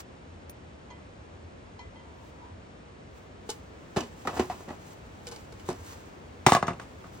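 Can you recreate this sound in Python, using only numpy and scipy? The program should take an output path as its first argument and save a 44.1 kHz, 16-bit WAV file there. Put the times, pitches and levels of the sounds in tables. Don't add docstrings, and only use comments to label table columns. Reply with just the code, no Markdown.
import sys
import numpy as np
from scipy import signal
from scipy.fft import rfft, irfft, next_fast_len
from scipy.io import wavfile

SR = 44100
rng = np.random.default_rng(int(sys.argv[2]) if len(sys.argv) > 2 else 0)


def persist_wave(psi):
    counts = np.round(np.clip(psi, -1, 1) * 32767).astype(np.int16)
    wavfile.write(sys.argv[1], SR, np.atleast_2d(counts).T)


N = 317506
TIME = np.arange(N) / SR

# start in seconds, level in dB, extra bass in dB, extra treble
# in dB, note of the struck spot in Hz, its boost in dB, seconds to fade by 60 dB, rise time in seconds.
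BAG_KNOCKS = [(3.9604, 7, 9, 3, 810, -2, 0.044, 0.002), (3.9663, 13, 10.5, 6, 347, 5.5, 0.11, 0.00092),
              (3.986, 1, 2, 3, 1110, 15, 0.04, 0.00095), (4.001, 0.5, 11, -5, 350, -2, 0.13, 0.0011),
              (4.0051, -4.5, 12, 19, 2900, 5, 0.038, 0.0008),
              (4.031, -11.5, 15, 14, 420, 14.5, 0.061, 0.0038), (4.2495, 2, 5, -2, 780, 12.5, 0.12, 0.0014),
              (4.2718, 16.5, -3, -1, 1260, 10.5, 0.053, 0.00049),
              (4.327, 5.5, 2, -3, 734, -9, 0.32, 0.0046), (4.361, 11, -1, -2, 740, 0, 0.2, 0.0091),
              (4.392, 14, 9, 2.5, 365, 5, 0.058, 0.0033), (4.3945, 5, 6, 6, 233, 14.5, 0.049, 0.00087),
              (4.497, 6, -1, 0.5, 729, 17, 0.24, 0.0013), (4.604, -7.5, 5, -15, 960, 5, 0.031, 0.0005),
              (4.672, -4.5, 11.5, -5, 160, 3, 0.11, 0.006), (4.684, -3.5, 4, 2, 1905, 16, 0.055, 0.0033),
              (4.7012, -3, 5, -1, 1980, 10, 0.04, 0.00025), (4.705, 3.5, 1, -9, 1155, 9, 0.035, 0.00031),
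              (5.685, 8, 10.5, -4.5, 372, 9, 0.074, 0.00198), (5.703, 0, 8, 4, 414, 6, 0.08, 0.0015)]
CUP_KNOCKS = [(6.4629, 27.5, 6.5, 1.5, 793, 4.5, 0.053, 0.001432),
              (6.4835, 15.5, -7, 0, 800, 7.3, 0.04, 0.0013), (6.491, 8.5, -12, 8, 1160, 14.5, 0.17, 0.0011),
              (6.5188, 24, 5, -3, 770, 6.4, 0.047, 0.00117),
              (6.5305, 10.5, -4, 7.5, 1480, 9.4, 0.11, 0.0011), (6.5476, 20, 2, -2.5, 744, 7, 0.06, 0.0012),
              (6.5644, 14.5, 0.5, -6, 694, 5.2, 0.046, 0.00184),
              (6.6252, 17.5, 4, -10, 1220, 3.5, 0.045, 0.00132),
              (6.666, 3, 4, -1, 6130, 9.1, 0.072, 0.0032), (6.6785, 17, 1.5, -10, 1300, 2, 0.075, 0.0023),
              (6.703, 2.5, 14.5, -7, 2000, 10, 0.091, 0.00214),
              (6.7316, -10, 17, -1, 2630, 16, 0.064, 0.001), (6.7962, 6, -10, -9, 1500, 2, 0.038, 0.00085),
              (6.813, -10.5, -5, 5, 1176, 4.4, 0.21, 0.002), (7.039, -4, -5, -8, 1194, 3.5, 0.12, 0.0022)]
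POT_RATTLES = [(3.49, -2.5, 13.5, -5, 435, 7.8, 0.063, 0.0022),
               (3.4927, -4, 3, -16, 794, 15.4, 0.04, 0.0011), (3.499, -8.5, 8, 2.5, 830, 12, 0.05, 0.00075),
               (3.503, -9.5, -6, 1, 7140, 3, 0.05, 0.0017), (5.269, -0.5, -4, -8.5, 5220, 5, 0.094, 0.0006),
               (5.312, -13, -5, -4, 4320, 1, 0.06, 0.0025),
               (5.3198, 1.5, -10, -17, 5000, 6.7, 0.11, 0.0005),
               (5.359, -9, 12, -10.5, 4550, 12, 0.05, 0.003),
               (5.522, -11.5, 15, -14.5, 5000, 2, 0.048, 0.0024),
               (5.595, -5, -13, -21, 2950, 9.7, 0.041, 0.004), (5.687, -1, 13.5, -10, 910, 10, 0.18, 0.002)]

# frequency in Hz, level in dB.
BAG_COLOUR = [(30, -39), (70, -5.5), (150, -3), (240, -0.5), (300, -2.5), (480, 0), (720, 2), (1200, -3),
              (1500, -9), (2000, -12.5), (3000, -17), (7000, -22), (10500, -30), (15500, -27)]
CUP_COLOUR = [(30, -32), (70, -13), (130, 1), (220, -3.5), (480, -5), (720, 0.5), (1120, -6), (1500, -7.5),
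              (2000, -8.5), (2600, -10), (3700, -16), (5500, -15.5), (9000, -15.5), (10500, -33),
              (13000, -24)]
POT_COLOUR = [(30, -12), (200, -9), (900, -12), (1900, -12), (4000, -1), (7500, -1), (10500, -4.5),
              (15500, -19)]
HISS_COLOUR = [(100, -23), (400, -12), (1000, 6.5), (2500, -5), (4500, -5), (7500, -1.5), (10500, -8.5),
               (15500, -5.5)]
RUMBLE_COLOUR = [(25, -37), (40, -16), (60, -6), (86, -2), (120, -9), (240, -10.5), (340, -12),
                 (500, -12.5), (900, -18), (2500, -27.5), (5000, -37.5), (8500, -41), (10500, -61),
                 (15000, -74)]

# pitch in Hz, level in dB, seconds to fade by 60 dB.
TABLE_MODES = [(173, -11, 0.25), (245, -3, 0.064), (365, 1.5, 0.21), (597, -20, 0.46), (700, -7.5, 0.16),
               (794, -16, 0.21), (1035, -4, 0.22)]
KIT_MODES = [(1160, -12, 0.092), (1380, -20, 0.12), (1732, -0.5, 0.09), (1942, 1, 0.09), (2630, 7.5, 0.077),
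             (2940, 5, 0.043)]
CUP_MODES = [(950, -3, 0.12), (1015, -6, 0.12), (1077, 0, 0.14), (1112, 5, 0.088), (1188, 3, 0.1),
             (1252, 3, 0.1), (1390, -4, 0.1), (1690, 3, 0.09), (2020, -2, 0.08), (2300, -4, 0.12),
             (2772, 0, 0.1), (2955, 0, 0.1), (3650, 4, 0.025), (4208, 1, 0.16)]
POT_MODES = [(465, 16.5, 0.071), (856, 9.5, 0.057), (1490, 8, 0.044), (2230, 8, 0.062), (2980, 6, 0.073),
             (5120, -6, 0.03)]
HOOK_MODES = [(910, 6, 0.067), (970, 4, 0.11), (2024, -2.5, 0.33), (2401, -8, 0.26), (3090, -2, 0.045),
              (3162, -5.5, 0.33), (3215, -4, 0.05), (5130, -8, 0.1), (5556, -11, 0.1), (4130, -6, 0.038),
              (4290, 3, 0.037), (6450, 0.5, 0.05)]
TICK_MODES = [(5970, -1, 0.012), (6605, -11, 0.05), (9114, -5, 0.055), (12220, 5, 0.04), (14030, -1, .075)]

# start in seconds, level in dB, frequency in Hz above which it is dulled,
# boost of the lowest modes in dB, click level in dB.
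HOOK_CLINKS = [(.903, -57.5, 5000, 3, 10), (1.792, -56.5, 9000, -1, 9), (1.958, -63.5, 3600, 0, 2),
               (1.995, -66, 3600, 0, -2)]
HOOK_TICK = [(.4962, -43, 20000, 0, 19)]

# loudest moment in seconds, level in dB, length in seconds.
CUP_SKIDS = [(6.537, -20, 0.022), (6.562, -19, 0.013), (6.574, -26, 0.0094)]
CORD_PULLS = [(2.06, -55.5, 0.2), (2.22, -56, .07), (2.44, -50, 0.085)]
HISS_SWELLS = [(.005, -38, 0.012), (2.25, -61, 0.11), (3.18, -59.5, 0.072), (3.53, -48.5, 0.063),
               (4.05, -58, 0.24), (4.38, -46.5, 0.21), (4.56, -56, 0.48), (4.87, -49, 0.084),
               (5.33, -53, 0.18), (5.68, -52.5, 0.15), (5.88, -47, 0.14), (7.15, -58, 0.57)]

# loudest moment in seconds, level in dB, pitch in Hz, length in seconds.
BUMPS = [(0.339, -42.5, 85, 0.048), (0.48, -42, 79, 0.019), (1.469, -42.5, 87, 0.02),
         (1.873, -42, 78, 0.016), (2.54, -37.5, 89, 0.029), (5.823, -40.5, 87, 0.016)]

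# frequency in Hz, level in dB of what differs between the ears over what is shared.
KNOCK_WIDTH = [(100, -41), (200, -25), (400, -7.5), (1000, -7.5), (2000, -2.5), (4000, 0.5), (9000, -21.5)]
AIR_WIDTH = [(60, -22.5), (150, -10.5), (300, -5), (700, 2), (1500, 3), (4000, -2.5), (9000, -21)]


def wooden_table():
    knocks = placed(bag_knocks(), left_db=-0.5, lead_samples=-1.67)
    knocks += placed(cup_knocks() + cup_skids(), left_db=0.5, lead_samples=1.8)
    return from_db(-2) * bending_waves(ringing(knocks, TABLE_MODES), delay_at_1khz_s=0.001416)


def bag_knocks():
    out = np.zeros((2, N))
    for start, *row in BAG_KNOCKS:
        add(out, start, knock(BAG_COLOUR, row, click_db=-14.5, chatter_db=-0.5, spot_fade_s=0.053,
                              tail_db=-4.5, tail_fade_s=0.16, tail_hz=6000, push_hz=159))
    return ringing(out, KIT_MODES)


def cup_knocks():
    out = np.zeros((2, N))
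    for start, *row in CUP_KNOCKS:
        add(out, start, knock(CUP_COLOUR, row, click_db=-9, chatter_db=2.5, spot_fade_s=0.017,
                              tail_db=-8.5, tail_fade_s=0.17, tail_hz=11000, push_hz=380, top_share=0.9))
    return ringing(out, CUP_MODES)


def cup_skids(pitch_hz=1117, octave_db=-37):
    hz = pitch_hz * flicker(spread_db=0.3, per_s=260, size=N)
    phase = 2 * np.pi * np.cumsum(hz) / SR
    squeak = np.sin(phase) + from_db(octave_db) * np.sin(2 * phase)
    return swells(CUP_SKIDS) * flicker(spread_db=1.5, per_s=330, size=N) * unit_level(squeak)


def pot_rattles():
    out = np.zeros((2, N))
    for start, *row in POT_RATTLES:
        add(out, start, knock(POT_COLOUR, row, click_db=-11.5, chatter_db=5.0, spot_fade_s=0.011,
                              tail_db=-2.5, tail_fade_s=0.075, tail_hz=8000, push_hz=60))
    return ringing(out, POT_MODES)


def knock(colour, row, click_db, chatter_db, spot_fade_s, tail_db, tail_fade_s, tail_hz, push_hz,
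          top_share=0):
    level_db, bass_db, treble_db, spot_hz, spot_db, fade_s, rise_s = row
    size, bass_hz, treble_hz, top_hz = SR // 2, 430, 2100, 9500
    click = signal.unit_impulse(size, round(rise_s * SR))
    body = dying_noise(fade_s, size, rise_s)
    body_treble = signal.sosfilt(signal.butter(1, treble_hz, "high", fs=SR, output="sos"), body)
    body += body_treble * (flicker(chatter_db, per_s=500, size=size) - 1)
    hit = (body + from_db(click_db) * click) / np.hypot(1, from_db(click_db))
    hit += signal.sosfilt(signal.butter(1, push_hz, fs=SR, output="sos"), click - hit)
    hit += from_db(spot_db) * resonance(click, spot_hz, spot_fade_s)
    tail = dying_noise(tail_fade_s, size, rise_s=0.018)
    tail = coloured(tail, lambda hz: -10 * np.log10(1 + (hz / tail_hz) ** 2 + (260 / (hz + 1)) ** 2))
    hit += from_db(tail_db) * tail

    def tone_db(hz):
        highs = 1 - below(hz, treble_hz) + top_share * (1 - below(hz, top_hz))
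        return level_db + db_at(colour, hz) + bass_db * below(hz, bass_hz) + treble_db * highs
    return coloured(hit, tone_db)


def steel_clinks(touches, modes, scatter_db, scatter_fade_s, click_fade_s):
    out, t = np.zeros((2, N)), np.arange(SR // 2) / SR
    for start, level_db, dull_hz, low_db, click_db in touches:
        ring = sum(from_db(db + rng.normal(0, 1.5) - 60 * t / fade_s) * np.sin(2 * np.pi * hz * t)
                   for hz, db, fade_s in modes)
        scatter = signal.fftconvolve(dying_noise(scatter_fade_s, len(t)), ring[None], axes=1)[:, :len(t)]
        click = dying_noise(click_fade_s, len(t))
        clink = ring + from_db(scatter_db) * scatter + from_db(click_db) * click
        tone_db = lambda hz: level_db + low_db * below(hz, 1400) + 10 * np.log10(below(hz, dull_hz))
        add(out, start, coloured(clink, tone_db))
    return out


def cord_drag():
    friction = stereo_noise(AIR_WIDTH, N)
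    ring = sum(resonance(friction, hz, fade_s=0.094) for hz, _, _ in HOOK_MODES[:2])
    return swells(CORD_PULLS) * unit_level(ring)


def hiss_and_cloth(steady_db=-67.5):
    hiss = stereo_noise(AIR_WIDTH, N)
    grains = flicker(spread_db=-1.0, per_s=230, size=N)
    clumps = flicker(spread_db=2.4, per_s=45, size=N)
    level = np.hypot(swells(HISS_SWELLS) * clumps, from_db(steady_db) * at_table())
    return level * unit_level(coloured(hiss * grains, lambda hz: db_at(HISS_COLOUR, hz)))


def handling_bumps():
    out = np.zeros(N)
    for peak_s, db, hz, length_s in BUMPS:
        t = TIME - peak_s
        out += from_db(db) * np.exp(-(t / length_s) ** 2) * np.sin(2 * np.pi * (hz * t + rng.random()))
    return out


def outdoor_rumble(rack_db=-48.5, table_db=-47):
    rumble = coloured(stereo_noise(AIR_WIDTH, N), lambda hz: db_at(RUMBLE_COLOUR, hz))
    return from_db(rack_db + (table_db - rack_db) * at_table()) * unit_level(rumble)


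def at_table(start_s=3.24, move_s=0.87):
    return np.clip((TIME - start_s) / move_s, 0, 1)


def swells(rows, rise_share=0.53, fall_share=0.71, shape=0.95):
    power = 0
    for peak_s, db, length_s in rows:
        away = np.abs(TIME - peak_s) / (length_s * np.where(TIME < peak_s, rise_share, fall_share))
        power += (from_db(db) * np.exp(-np.minimum(away, 20) ** shape)) ** 2
    return np.sqrt(power)


def flicker(spread_db, per_s, size):
    place = np.arange(size) * per_s / SR
    wander = np.interp(place, np.arange(size // 8), rng.standard_normal(size // 8))
    return unit_level(from_db(spread_db * wander))


def bending_waves(x, delay_at_1khz_s):
    size = next_fast_len(N + 8192)
    hz = np.arange(size // 2 + 1) * SR / size
    phase = 4 * np.pi * delay_at_1khz_s * np.sqrt(1000 * hz)
    return irfft(rfft(x, size) * np.exp(-1j * phase), size)[:, :N]


def ringing(x, modes):
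    return x + sum(from_db(db) * resonance(x, hz, fade_s) for hz, db, fade_s in modes)


def resonance(x, hz, fade_s):
    r = 1000 ** (-1 / (fade_s * SR))
    feedback = [1, -2 * r * np.cos(2 * np.pi * hz / SR), r * r]
    return signal.lfilter(np.array([1, 0, -1]) * (1 - r * r) / 2, feedback, x + 1e-18)


def dying_noise(fade_s, size, rise_s=0.00019):
    t = np.arange(size) / SR
    level = (1 - np.exp(-t / rise_s)) * 1000 ** (-t / fade_s)
    return stereo_noise(KNOCK_WIDTH, size) * level / np.sqrt(np.sum(level ** 2))


def stereo_noise(width, size):
    shared, side = rng.standard_normal((2, size))
    total_db = lambda hz: 10 * np.log10(1 + from_db(db_at(width, hz)) ** 2)
    side = coloured(side, lambda hz: db_at(width, hz) - total_db(hz))
    return coloured(shared, lambda hz: -total_db(hz)) + side * [[1], [-1]]


def placed(x, left_db, lead_samples):
    size, sides = 2 * next_fast_len(N // 2 + 512), np.array([[.5], [-.5]])
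    shift = np.exp(2j * np.pi * sides * lead_samples * np.arange(size // 2 + 1) / size)
    return from_db(sides * left_db) * irfft(rfft(x, size) * shift)[:, :N]


def coloured(x, tone_db):
    size = 2 * next_fast_len(x.shape[-1] // 2 + 4096)
    hz = np.arange(size // 2 + 1) * SR / size
    cepstrum = irfft(np.log(from_db(tone_db(hz))))
    cepstrum[1:size // 2] *= 2
    cepstrum[size // 2 + 1:] = 0
    return irfft(rfft(x, size) * np.exp(rfft(cepstrum)))[..., :x.shape[-1]]


def below(hz, edge_hz):
    return 1 / (1 + (hz / edge_hz) ** 4)


def db_at(table, hz):
    row_hz, row_db = np.transpose(table)
    return np.interp(np.log(hz + 1), np.log(row_hz), row_db)


def from_db(db):
    return 10 ** (np.asarray(db) / 20)


def unit_level(x):
    return x / np.sqrt(np.mean(x ** 2))


def add(out, start_s, sound):
    i = round(start_s * SR)
    out[..., i:i + sound.shape[-1]] += sound[..., :N - i]


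def scene():
    hooks = steel_clinks(HOOK_CLINKS, HOOK_MODES, scatter_db=5, scatter_fade_s=0.094, click_fade_s=0.023)
    hooks += cord_drag()
    tick = steel_clinks(HOOK_TICK, TICK_MODES, scatter_db=-9, scatter_fade_s=0.08, click_fade_s=0.014)
    around = placed(outdoor_rumble() + handling_bumps() + hooks + tick, left_db=0.46, lead_samples=1.68)
    table = wooden_table()
    pots_and_hiss = placed(pot_rattles() + hiss_and_cloth(), left_db=0.1, lead_samples=-1.91)
    return around + table + pots_and_hiss


def record(dry, cutoff_hz=16000):
    rounded = 1.219 * np.tanh(dry / 1.145)
    return signal.sosfilt(signal.ellip(10, .2, 80, cutoff_hz, fs=SR, output="sos"), rounded)


dry = scene()
out = record(dry)
persist_wave(out)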